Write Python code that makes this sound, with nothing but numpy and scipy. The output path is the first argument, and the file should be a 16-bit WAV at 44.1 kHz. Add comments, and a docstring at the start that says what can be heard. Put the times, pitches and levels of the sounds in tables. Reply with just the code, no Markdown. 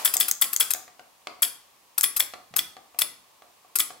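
"""An open electromagnetic relay clacks on and off, close to a stereo microphone in a small quiet room.
Pulling in, its contacts scrape and snap shut, the armature slams on the core and the springs ring on.
Dropping out, the armature rattles free and may tick against its back stop. The hand switch that works
it knocks dully in between, and the housing is softly bumped twice. The hits are damped modes and
bursts of coloured noise, with a short room tail and a faint hiss behind them."""
import sys
import numpy as np
from scipy import signal
from scipy.fft import rfft, irfft, next_fast_len
from scipy.io import wavfile
from scipy.ndimage import uniform_filter1d, minimum_filter1d

SR = 44100
rng = np.random.default_rng(int(sys.argv[2]) if len(sys.argv) > 2 else 0)


def unload_wav(signal):
    """Save mono or channel-first audio to the path in sys.argv[1] as 16-bit WAV at rate SR, clipped to [-1, 1]."""
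    wavfile.write(
        sys.argv[1],
        SR,
        np.round(np.clip(np.atleast_2d(signal).T, -1, 1) * 32767).astype(np.int16),
    )


N = 176400
HIT_SAMPLES = SR // 2
T = np.arange(HIT_SAMPLES) / SR


def amp(db):
    return 10 ** (np.asarray(db) / 20)


def fade(t, t60):
    """Exponential decay, 60 dB down after t60 seconds."""
    return np.exp(-np.log(1000) * t / t60)


def along(curve, hz):
    """Read a curve of (freq_hz, value) points on a log frequency axis."""
    freqs, values = np.transpose(curve)
    return np.interp(np.log(hz + 1), np.log(freqs + 1), values)


def filtered(x, response):
    """EQ a sound with a gain given as a function of frequency."""
    n = x.shape[-1]
    padded = next_fast_len(n + 4096)
    return irfft(rfft(x, padded) * response(np.fft.rfftfreq(padded, 1 / SR)), padded)[..., :n]


def add(track, start_s, gain_db, sound):
    """Mix a sound into the track."""
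    part = track[:, max(round(start_s * SR), 0):][:, :sound.shape[-1]]
    part += amp(gain_db) * sound[..., :part.shape[1]]


def noise(colour, correlation, size):
    """Coloured stereo noise of rms 1; lower correlation sounds wider."""
    hz = np.fft.rfftfreq(size, 1 / SR)
    width = np.arccos(np.clip(along(correlation, hz), -1, 1)) / 2
    spectrum = rfft(rng.standard_normal((2, size))) * amp(along(colour, hz))
    mid, side = irfft(spectrum * [np.cos(width), np.sin(width)], size)
    pair = np.array([mid + side, mid - side])
    return pair / pair.std()


def radiated(x, low_cut_hz=260):
    """Small parts radiate little bass."""
    return signal.sosfilt(signal.butter(2, low_cut_hz, "high", fs=SR, output="sos"), x)


# Tone of the background hiss: freq_hz, level_db
HISS_COLOUR = [(20, -22), (55, -11.5), (371, -7), (1120, 1.5), (1390, -9), (2520, -6.5), (15800, -13)]
# Its stereo image: freq_hz, correlation
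HISS_CORRELATION = [(1000, 0.34), (4000, 0.1287)]

def hiss(size):
    """The wide, steady noise of a quiet room."""
    return noise(HISS_COLOUR, HISS_CORRELATION, size)


# Stereo image of a close hit: freq_hz, correlation
HIT_CORRELATION = [(1000, 0.67), (7000, 0.54)]

def burst(colour, attack_s, t60_s, chatter_db=0):
    """Struck modes packed so densely they sound as noise; chatter jolts the level each millisecond."""
    knots_s = np.arange(0, T[-1], .001)
    chatter = amp(chatter_db * np.interp(T, knots_s, rng.standard_normal(len(knots_s))))
    envelope = (1 - np.exp(-T / attack_s)) * fade(T, t60_s)
    return noise(colour, HIT_CORRELATION, HIT_SAMPLES) * envelope * chatter


def ring(modes, detune=0, scatter_db=1.3):
    """Damped modes, struck a little differently every time."""
    hz, db, t60 = np.transpose(modes)[:, :, None]
    level_jitter, pitch_jitter = rng.standard_normal((2, len(modes), 1))
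    partials = np.sin(2 * np.pi * hz * (1 + detune * pitch_jitter) * T)
    return np.sum(amp(db + scatter_db * level_jitter) * fade(T, t60) * partials, axis=0)


# Cues for the armature hitting the core: slam_s, slam_db, snap_db, leaf_db, spring_db
PULL_INS = [(0.0576, -7, -6.5, -24.5, -37), (0.2093, -3.5, -8.5, -25.5, -41),
            (0.4223, -7, -6.5, -27.5, -40.5), (0.6084, -4.5, -8, -25, -38.5),
            (1.430, -7, -8.5, -21.5, -38.5), (2.0407, -6, -13.5, -21, -52), (2.2045, -9, -11.5, -27, -55.5),
            (2.591, -8, -23, -39, -54.5), (3.019, -7, -26, -24, -45.5), (3.8037, -9.5, -13, -24.5, -50.5)]
# Bright fizz of the contacts and hard crack of the slam: freq_hz, level_db
CONTACT_COLOUR = [(300, -17), (800, -13.5), (1250, 5.5), (2800, -18), (6500, -9), (7700, 0.5), (9800, -4),
                  (10800, 5), (13200, 1), (15000, -0.5)]
CRACK_COLOUR = [(300, -12.5), (900, -4.5), (2300, 8), (2850, 10), (3400, -1.5), (6200, -2.5), (16000, 2)]
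# Ring of the contact leaf, return spring and armature: pitch_hz, level_db, t60_s
LEAF_MODES = [(8807, -21, .22), (10530, -15, .24), (10655, -14, .24), (10876, -4.5, .27), (12530, -11, .16)]
SPRING_MODES = [(5035, -2, .32), (5072, -7, .3)]
ARMATURE_MODES = [(2033, -16, 0.043), (2400, -15, 0.029), (3291, -10.5, 0.015), (3408, -7, 0.019),
                  (4395, -25, .062), (5157, -18, .038), (7730, -20, 0.062), (14060, -19.5, .03)]

def pull_ins(scrape_lead_s=.0102, snap_lead_s=.0052, bounce_s=.0198):
    """Contacts scrape and snap shut, the armature slams home; a harder snap gives a harder bounce."""
    out = np.zeros((2, N))
    for slam_s, slam_db, snap_db, leaf_db, spring_db in PULL_INS:
        scrape_s, snap_s = slam_s - scrape_lead_s, slam_s - snap_lead_s
        scrape = burst(CONTACT_COLOUR, attack_s=.0084, t60_s=.047, chatter_db=3)
        add(out, scrape_s, snap_db + 5, scrape)
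        hinge_graze = burst(CRACK_COLOUR, attack_s=.008, t60_s=.07, chatter_db=3)
        add(out, scrape_s, slam_db - 10, hinge_graze)
        add(out, snap_s, snap_db + 5.5, burst(CONTACT_COLOUR, attack_s=.00027, t60_s=.012))
        add(out, snap_s, leaf_db, ring(LEAF_MODES))
        add(out, snap_s, spring_db, ring(SPRING_MODES))
        frame_shake = burst(CRACK_COLOUR, attack_s=.0012, t60_s=.19, chatter_db=3)
        add(out, snap_s, snap_db - 19, frame_shake)
        for hit_s, hit_db in [(slam_s, slam_db), (slam_s + bounce_s, snap_db - 12)]:
            add(out, hit_s, hit_db, ring(ARMATURE_MODES, detune=.013))
            add(out, hit_s, hit_db - 1.5, burst(CRACK_COLOUR, attack_s=.00019, t60_s=.013))
    return out


# Cues for the armature letting go: start_s, level_db
RELEASES = [(0.138, -14), (0.282, -17), (.53, -18.5), (0.7052, -16.5), (1.979, -16.5), (2.164, -15.5),
            (2.562, -14), (2.988, -14.5), (3.7552, -13)]
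# Tone of its loose rattle: freq_hz, level_db
RATTLE_COLOUR = [(350, -28.5), (750, -7), (1300, 1), (3300, -7.5), (7000, -4), (8500, 3), (9700, -4),
                 (11000, 4), (13600, 3.5), (14800, -5)]
# Ring of the frame: pitch_hz, level_db, t60_s
FRAME_MODES = [(387, -28.5, 0.099), (1182, -23, 0.12), (1411, -24, 0.08), (2600, -9, 0.033),
               (5040, -20, 0.077), (8070, -23, 0.13), (13550, -11, 0.045)]

def releases():
    """The armature rattles free and sets the frame ringing."""
    out = np.zeros((2, N))
    for start_s, level_db in RELEASES:
        rattle = burst(RATTLE_COLOUR, attack_s=.002, t60_s=.054, chatter_db=3)
        add(out, start_s, level_db, rattle + ring(FRAME_MODES, detune=.01))
    return out


# Cues for the hand switch: start_s, knock_db, click_db
SWITCH_FLICKS = [(.159, -32, -32.5), (0.748, -34, -31), (.879, -43.5, -43.5), (.994, -41.5, -38.5),
                 (1.2709, -33, -28), (2.337, -34, -28), (2.539, -36, -33), (2.767, -37, -34.5),
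                 (2.946, -43.5, -45.5), (3.421, -43.5, -47.5), (3.648, -48.5, -62), (3.904, -36.5, -35.5)]
# Dull knock of its body: pitch_hz, level_db, t60_s
SWITCH_MODES = [(653, -12, 0.023), (734, -2.5, 0.039), (1151, -4.5, 0.031)]
# Tone of its click: freq_hz, level_db
CLICK_COLOUR = [(100, -34.5), (700, -3.5), (1500, 10.5), (5000, -0.5), (16000, -21)]

def hand_switch():
    """Each flick knocks the switch body, with a small click on top."""
    out = np.zeros((2, N))
    for start_s, knock_db, click_db in SWITCH_FLICKS:
        add(out, start_s, knock_db, ring(SWITCH_MODES, detune=.013))
        add(out, start_s, click_db, burst(CLICK_COLOUR, attack_s=.0003, t60_s=.02, chatter_db=3))
    return out


# Cues for the armature striking its back stop: start_s, level_db
BACK_STOPS = [(.168, -5), (0.313, -5.5), (0.563, -6), (0.7364, -7.5), (2.01, -7), (3.7871, -5)]
# Tone of the sharp tick: freq_hz, level_db
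TICK_COLOUR = [(100, -78), (1000, -5), (3500, -5.5), (5700, -4.5), (6600, 5.5), (9800, -2), (11700, 0.5),
               (16000, -2)]
# Short ring of the stop: pitch_hz, level_db, t60_s
STOP_MODES = [(2120, -21, 0.02), (6624, -17, 0.014), (7800, -14, 0.009)]

def back_stop_ticks(rebound_s=.0087, rebound_db=-17.5):
    """The armature swings out, ticks against its back stop and rebounds into a softer second tick."""
    out = np.zeros((2, N))
    for start_s, level_db in BACK_STOPS:
        for hit_s, hit_db in [(start_s, level_db), (start_s + rebound_s, level_db + rebound_db)]:
            tick = burst(TICK_COLOUR, attack_s=.00015, t60_s=.0086)
            add(out, hit_s, hit_db, tick + ring(STOP_MODES, detune=.0022))
    return out


# Cues for bumps on the housing: start_s
BUMPS = [2.507, 2.557]
# Low thud of the housing: pitch_hz, level_db, t60_s
HOUSING_MODES = [(165, -46, .05)]

def housing_bumps(attack_s=.0048):
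    """A soft bump eases the housing into a low thud."""
    out = np.zeros((2, N))
    for start_s in BUMPS:
        add(out, start_s, 0, ring(HOUSING_MODES) * (1 - np.exp(-T / attack_s)))
    return out


# Decay time of the room: freq_hz, t60_s
ROOM_DECAY = [(90, 0.86), (350, 0.42), (4000, 0.45), (15000, 0.28)]
# EQ on its tail: freq_hz, gain_db
ROOM_COLOUR = [(50, 4.5), (88, 12), (115, -2.5), (300, -0.5), (1100, -5), (2700, -11), (3400, -15.5),
               (4400, -9), (15500, -12.5)]

def room(x, build_s=.0022, crossfeed=.2):
    """A diffuse tail that slowly changes as overlapping stretches crossfade; the bass hangs longest."""
    hop = HIT_SAMPLES // 2
    x = np.pad(x, ((0, 0), (hop, HIT_SAMPLES)))
    out = np.zeros_like(x)
    for start in range(0, N + hop, hop):
        hz, t, bands = signal.stft(rng.standard_normal((2, HIT_SAMPLES)), SR, nperseg=256)
        bands *= fade(t, along(ROOM_DECAY, hz)[:, None])
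        tail = signal.istft(bands, SR, nperseg=256)[1][:, :HIT_SAMPLES]
        tail = filtered(tail / np.linalg.norm(tail[0]), lambda f: amp(along(ROOM_COLOUR, f)))
        tail *= 1 - np.exp(-T / build_s)
        tail = (tail + crossfeed * tail[::-1]) / np.hypot(1, crossfeed)
        stretch = x[:, start:start + HIT_SAMPLES] * signal.windows.cosine(HIT_SAMPLES)
        add(out, start / SR, 0, signal.fftconvolve(stretch, tail, axes=1))
    return out[:, hop:hop + N]


# Pan curve at a lean of 1: freq_hz, left_over_right_db
PAN_CURVE = [(300, -2.5), (2000, 0), (3400, -6.5), (4500, 5.5), (6500, 4.5), (8500, 8.5), (11000, 17),
             (15500, 14)]

def panned(x, lean, left_lead_s=.00002):
    """The relay's treble beams at the left capsule, which also hears it first."""
    sides = np.array([[.5], [-.5]])

    def response(hz):
        balance = amp(sides * lean * along(PAN_CURVE, hz))
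        return balance * np.exp(2j * np.pi * hz * sides * left_lead_s)
    return filtered(x, response)


# Relay EQ, a hollow between the frame's resonances; the end gains hold beyond it: freq_hz, gain_db
RELAY_EQ = [(2550, -6), (2870, -6.5), (3200, 1.5)]

def scene():
    """Relay and switch in their room, over a faint hiss."""
    relay = radiated(pull_ins() + releases() + back_stop_ticks())
    relay = filtered(relay, lambda hz: amp(along(RELAY_EQ, hz)))
    knocks = radiated(hand_switch()) + housing_bumps()
    reverb = room(relay + amp(4.5) * knocks)
    opening_wash = radiated(hiss(HIT_SAMPLES)) * fade(T, t60=.66)
    add(reverb, 0, -35, opening_wash)
    room_tone = amp(-58.5) * hiss(N)
    return amp(.5) * panned(relay, lean=.6) + knocks + panned(reverb, lean=.19) + room_tone


def record(dry, ceiling=.92, look_ahead_samples=45, high_cut_hz=15800):
    """A fast limiter holds the peaks under full scale, then a steep high cut trims the top."""
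    gain = ceiling / np.maximum(np.abs(dry).max(axis=0), ceiling)
    held_gain = minimum_filter1d(gain, 2 * look_ahead_samples)
    smooth_gain = uniform_filter1d(held_gain, look_ahead_samples)
    return filtered(dry * smooth_gain, lambda hz: 1 / np.hypot(1, (hz / high_cut_hz) ** 100))


dry = scene()
out = record(dry)
unload_wav(out)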